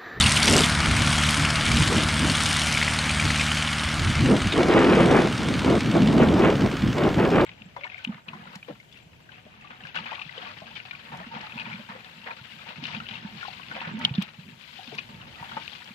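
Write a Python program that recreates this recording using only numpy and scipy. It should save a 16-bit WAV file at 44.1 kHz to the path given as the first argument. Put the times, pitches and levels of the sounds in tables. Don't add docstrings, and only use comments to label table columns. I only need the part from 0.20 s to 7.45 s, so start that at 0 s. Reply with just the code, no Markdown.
import sys
import numpy as np
from scipy import signal
from scipy.fft import rfft, irfft, next_fast_len
from scipy.io import wavfile
from scipy.ndimage import uniform_filter1d, map_coordinates

SR = 44100
rng = np.random.default_rng(int(sys.argv[2]) if len(sys.argv) > 2 else 0)


def attenuation_scalar(level_db):
    decades = np.asarray(level_db, float) / 20
    return 10 ** decades


def inscribe(sig):
    pcm = np.round(np.clip(np.atleast_2d(sig).T, -1, 1) * 32767)
    wavfile.write(sys.argv[1], SR, pcm.astype(np.int16))


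N = 319706


def unit(x):
    return x / np.sqrt(np.mean(x ** 2) + 1e-20)


def curve(rows):
    seconds, values = np.transpose(rows)
    return np.interp(np.arange(N) / SR, seconds, values)


def wobble(rate):
    steps = np.arange(0, N * rate / SR + 1, 1 / 8)
    smooth = map_coordinates(rng.standard_normal(int(steps[-1]) + 4), [steps])
    return np.interp(np.arange(N) * rate / SR, steps, smooth)


def coloured(x, points):
    size = next_fast_len(N + 8192)
    hz, db = np.transpose([(1, -120)] + list(points) + [(SR / 2, -120)])
    bins_hz = np.fft.rfftfreq(size, 1 / SR)
    gain = attenuation_scalar(np.interp(np.log(bins_hz + 1), np.log(hz), db))
    return unit(irfft(rfft(x, size) * gain, size)[..., :N])


def pair(side_db, patchy_db=0):
    mid, side = noise = rng.standard_normal((2, N))
    if patchy_db:
        z = signal.stft(noise, nperseg=512)[2]
        field = rng.standard_normal(z.shape[1:])
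        field = uniform_filter1d(uniform_filter1d(field, 8, 0), 8, 1)
        mid, side = signal.istft(z * attenuation_scalar(patchy_db * unit(field)), nperseg=512)[1][:, :N]
    return np.array([mid + attenuation_scalar(side_db) * side, mid - attenuation_scalar(side_db) * side])


def preamp_hiss():
    # time in seconds, hiss level in dB.
    hiss_level = [(0, -65), (2, -62), (4.5, -61), (4.6, -66), (4.72, -61), (7.25, -58)]
    hiss = coloured(pair(side_db=-60), [(300, 2), (8000, 4.0), (15750, 2.0), (16000, -52)])
    return attenuation_scalar(curve(hiss_level)) * hiss


def puffs():
    # middle in seconds, half length in seconds, strength in dB, air speed from 0 to 1.
    gust_list = [(0.016, .07, -31, 0.05), (.35, 0.073, -20, .76), (0.741, 0.15, -30, .15),
                 (1.216, 0.038, -32, 0.2), (1.582, 0.091, -24, 0.17), (1.75, 0.071, -27, .7),
                 (2.066, 0.061, -26, .55), (3.061, 0.036, -23.5, 0.19), (3.87, 0.15, -29.5, 0),
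                 (4.047, 0.034, -19, 0.31), (4.127, 0.051, -16, 0.63), (4.261, 0.033, -23.5, 0.2),
                 (4.401, .05, -20.5, .95), (4.58, 0.11, -17, 1.02), (4.769, 0.12, -19, 1.02),
                 (4.958, 0.09, -18, 1), (5.3, .12, -26, .58), (5.5, 0.063, -19, .82),
                 (5.691, 0.077, -23, .42), (5.769, 0.0279, -17, 0.78), (5.901, 0.11, -16, 0.51),
                 (6.019, 0.056, -18.5, 0.88), (6.11, 0.061, -19, 0.63), (6.25, 0.091, -19, .95),
                 (6.436, 0.043, -21, 0.74), (6.539, 0.027, -28.5, .7), (6.681, 0.048, -20.5, 0.38),
                 (6.838, 0.072, -21.5, .9), (7.029, 0.065, -21.5, 0.92), (7.18, 0.074, -19, .97)]
    reach, edge = 1.193, 1.85
    sag = 0.38
    t = np.arange(0, N + 64, 64) / SR
    middle, half, db, top_speed = np.transpose(gust_list)[..., None]
    away = np.abs(t - middle) / (reach * half)
    speed = top_speed * (1 - sag * (1 - np.exp(-away ** 3.2)))
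    return t, db - 8.7 * away ** edge, speed


def gusts(slow_db, fast_db, turn, spread, calm_db):
    # time in seconds, level of the steady air in dB.
    breeze = [(0, 7), (1.5, 3.5), (2.3, 4.5), (3.5, -1), (4.2, 5), (5.2, 8), (6.5, 6), (7.25, 5)]
    t, db, speed = puffs()
    fast_share = 1 / (1 + np.exp((turn - speed) / spread))
    gain = np.linalg.norm(attenuation_scalar(db + slow_db + fast_db * fast_share), axis=0)
    return np.interp(np.arange(N) / SR, t, gain) + attenuation_scalar(calm_db + curve(breeze))


def swirl():
    t, db, speed = puffs()
    power = attenuation_scalar(db) ** 2 + 1e-12
    total = power.sum(axis=0)
    mean_speed = (power * speed).sum(axis=0) / total
    sample_t = np.arange(N) / SR
    gain = np.interp(sample_t, t, np.sqrt(total))
    speed = np.interp(sample_t, t, mean_speed)
    drift = np.exp(.16 * (wobble(22) + .6 * wobble(90)))
    hz = (69.96 + 330 * speed ** 1.5) * drift
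    return gain * attenuation_scalar(-6.5 + 3.4 * wobble(45)) * np.sin(2 * np.pi * np.cumsum(hz) / SR)


def sweep(x, count):
    return np.array([x[0], np.roll(x[1], count)])


def wind():
    # dB over the gust in slow air, dB more in fast air, speed of the change from 0 to 1,
    # spread of that change in the same speed units, dB between gusts.
    eddies = [
        (1, -15, 0.24, 0.058, -40.5),
        (-9.5, 8, .15, 0.052, -44),
        (-25, 27, 0.48, .15, -54),
        (-44.5, 40, 0.73, 0.089, -64),
    ]
    # pitch in Hz, strength in dB per Hz.
    thud_colour = [(20, -18), (40, -15.5), (70, -5.5), (110, -4.5), (150, -8.5), (220, -18.5)]
    buffet_colour = [(70, -47), (120, -6), (170, -0.5), (260, -1), (330, -7.5), (450, -34)]
    rasp_colour = [(220, -39), (320, -0.5), (420, -3), (600, -8), (800, -12.5), (1200, -18)]
    fizz_colour = [(500, -22.5), (750, 4), (1100, 5), (1700, 3), (2600, -1), (3400, -10), (5000, -45)]
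    thud_gain, buffet_gain, rasp_gain, fizz_gain = [gusts(*eddy) for eddy in eddies]
    lumps, grit = wobble(35), wobble(150)
    thud = coloured(pair(side_db=-17.5) * attenuation_scalar(2.0 * lumps + 2.64 * wobble(12)), thud_colour)
    buffet = coloured(pair(side_db=-16) * attenuation_scalar(1.9 * lumps + 1.4 * wobble(70)), buffet_colour)
    rasp = coloured(pair(side_db=-13) * attenuation_scalar(0.3 * lumps + 2.3 * grit), rasp_colour)
    fizz = coloured(pair(side_db=-37) * attenuation_scalar(.5 * lumps + 3.5 * wobble(260)), fizz_colour)
    slow = thud_gain * thud + buffet_gain * buffet
    fast = sweep(rasp_gain * rasp + fizz_gain * fizz, count=3)
    push = swirl() + slow + fast
    return push / (1 + (push.mean(axis=0) / 0.43) ** 4) ** (1 / 4)


def cowling():
    # time in seconds, peak level in dB, pitch in Hz.
    pings = [(0.0064, -5.5, 3670), (0.0124, -11, 3520), (0.0194, -11, 3560), (0.0394, -9, 2720),
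             (0.059, -8, 2750), (0.0684, -11, 2770), (0.167, -9, 2760), (0.2013, -15, 2100),
             (0.2208, -14, 2950), (0.2752, -12, 2290), (0.3383, -12, 2820), (0.3839, -8.5, 3055),
             (0.4188, -12, 3510), (0.4363, -8, 3320), (2.5343, -18, 2240), (2.5477, -12, 2210),
             (2.572, -7.5, 2220), (2.6139, -12, 2170), (2.6253, -8, 2190), (2.6657, -18, 2910),
             (2.678, -8.5, 2110), (2.996, -9.5, 2260), (3.1023, -8.5, 2010), (3.195, -12, 2420),
             (3.208, -10, 2230), (3.2605, -19, 1660), (3.3149, -13.5, 3010), (3.991, -14, 2300),
             (4.321, -15.5, 3605)]
    # time in seconds, peak level in dB, pitch in Hz.
    ticks = [(0.0194, -15, 4430), (0.0254, -9, 4400), (0.0634, -15, 3560), (0.2299, -9.5, 4330),
             (0.2833, -15, 5940), (0.3646, -14, 5070), (2.0966, -15, 4440), (2.7884, -15, 4200),
             (3.473, -17.5, 3500), (3.5947, -16.5, 3700), (4.3244, -20, 3800), (4.3344, -19, 3666)]
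    out, t = np.zeros(N + SR), np.arange(800) / SR
    for s, db, hz in [*pings, *ticks]:
        rough = 0.15 * np.cumsum(uniform_filter1d(rng.standard_normal(len(t)), size=12))
        fade = attenuation_scalar(db + 0.1 - 60 * t / 0.022)
        onset = 1 - np.exp(-(t / 0.00083) ** 2)
        out[round(s * SR):][:len(t)] += fade * onset * np.sin(2 * np.pi * hz * t + rough)
    return out[:N]


def blade_beats():
    # time in seconds, blade beats per second in Hz.
    beat_rate = [(0, 73.8), (.5, 74.05), (1, 74.2), (1.4, 75.25), (1.6, 75.49), (4.2, 75.47), (4.6, 74.85),
                 (5.9, 74.9), (7.25, 74.6)]
    return .42 + np.cumsum(curve(beat_rate)) / SR


def propeller_drone(beats):
    # multiple of the blade beat, level in dB.
    tones = [(0.751, -10.5), (1, -0.5), (1.25, -7), (1.75, -7), (2, 0), (2.25, -7), (2.5, -27),
             (2.75, -7.5), (3, -3.5), (3.25, -9), (3.752, -17.5), (4, -13), (5, -23.5)]
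    drone = 0
    for k, db in tones:
        sign = -np.sign(abs(k % 1 - .65) - .2)
        drone = drone + sign * attenuation_scalar(db) * np.cos(2 * np.pi * k * beats)
    return unit(attenuation_scalar(.9 * wobble(4)) * drone)


def bursts(turns, late, rise, fall, scatter_db):
    whole, part = np.divmod(turns - late + 4, 1)
    size = attenuation_scalar(scatter_db * rng.standard_normal(int(whole[-1]) + 2))
    shape = (1 - np.exp(-(part / rise) ** 2)) * np.exp(-part / fall)
    return size[whole.astype(int)] * shape * (1 + rise / fall) ** 2


def exhaust_spit(beats):
    return attenuation_scalar(-1) * bursts(beats, late=0.907, rise=0.096, fall=0.17, scatter_db=2.5)


def stack_crack(beats, swell_db):
    crack = bursts(beats / 4, late=.25, rise=0.024, fall=0.058, scatter_db=1.5)
    return attenuation_scalar(5 - .7 * swell_db) * crack


def blade_swish(beats, rolled, swell_db):
    one = bursts(beats / 2, late=0.67, rise=0.053, fall=0.041, scatter_db=3.0)
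    other = bursts(beats / 2, late=0.2, rise=0.079, fall=0.035, scatter_db=3.5)
    swish_db = np.minimum(4.5 - 0.62 * rolled + 2.2 * swell_db, 8)
    return attenuation_scalar(swish_db) * (one + 0.9 * other)


def aircraft():
    # time in
    # seconds, level in dB.
    swell = [(0, 2.5), (.22, 1), (.33, 5), (.44, 2.5), (.55, -2.5), (1.07, 1.5), (1.33, -1), (1.62, 1.5),
             (1.94, 0), (2.34, 4.5), (2.8, 2), (3.25, 3.5), (3.8, 1.5), (4.35, 0), (4.58, -3), (4.8, 1),
             (5.9, -1), (7.25, -4)]
    # time in seconds, left minus right level in dB.
    balance = [(0, 0.9), (1, 1.5), (3, 0.96), (4.5, 0.5), (7.25, -0.5)]
    # pitch in Hz, strength in dB per Hz.
    growl_colour = [(250, -53), (350, -19), (470, -15.5), (620, -9), (900, -8.5), (1380, -3), (1900, -7.5),
                    (2500, -20)]
    roar_colour = [(1300, -20), (1800, -8.5), (2200, 2), (2600, -2), (2950, 0.5), (4000, -5.5),
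                   (4700, -8.5), (8000, -20)]
    sizzle_colour = [(3000, -16), (4500, -2.5), (5500, -2.5), (7500, -4.5), (9000, -1), (10500, -11.5),
                     (12000, -20.5), (14500, -42)]

    t = np.arange(N) / SR
    start_m = 36.1
    rolled = 3.55 * t + 0.69 * t ** 2 / 2
    spread_db = -20 * np.log10(1 + rolled / start_m)
    swell_db = curve(swell)

    shadow_db = 23 / (1 + np.exp((56.8 - start_m - rolled) / 0.97))
    drone_db = -27 + spread_db - shadow_db
    growl_db = -27 + spread_db - 0.11 * rolled + 0.083 * swell_db
    roar_db = -25.5 + spread_db - 0.14 * rolled + 0.54 * swell_db
    sizzle_db = -31.5 + spread_db - 0.41 * rolled + 1.13 * swell_db

    beats = blade_beats()
    low_spit, high_spit = exhaust_spit(beats), exhaust_spit(beats)
    low_crack, high_crack = stack_crack(beats, swell_db), stack_crack(beats, swell_db)
    swish = blade_swish(beats, rolled, swell_db)
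    flutter = attenuation_scalar(0.11 * wobble(9) + 0.69 * wobble(60))

    growl_pulse = 1 + .4 * low_spit + 0.21 * low_crack
    roar_pulse = 1 + .9 * low_spit + 0.91 * low_crack + 0.25 * swish
    sizzle_pulse = 1 + .9 * high_spit + 0.94 * high_crack + 1.48 * swish
    growl = coloured(pair(side_db=-22.5) * growl_pulse, growl_colour)
    roar = coloured(pair(side_db=-26.5, patchy_db=1.5) * flutter * roar_pulse, roar_colour)
    sizzle = coloured(pair(side_db=-62, patchy_db=1.8) * flutter * sizzle_pulse, sizzle_colour)

    left_db = curve(balance) / 2
    body = attenuation_scalar(growl_db) * growl + attenuation_scalar(roar_db) * roar + cowling()
    body = body * attenuation_scalar(np.array([left_db, -left_db]))
    return attenuation_scalar(drone_db) * propeller_drone(beats) + body + attenuation_scalar(sizzle_db) * sizzle


def scene():
    return wind() + aircraft()


def roll_off(x):
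    return signal.sosfilt(signal.butter(12, 15800, fs=SR, output="sos"), x)


def record(dry):
    x = dry + preamp_hiss()
    x = x / (1 + np.abs(x.mean(axis=0) / 1.0) ** 4) ** (1 / 4)
    return roll_off(x)


dry = scene()
out = record(dry)
inscribe(out)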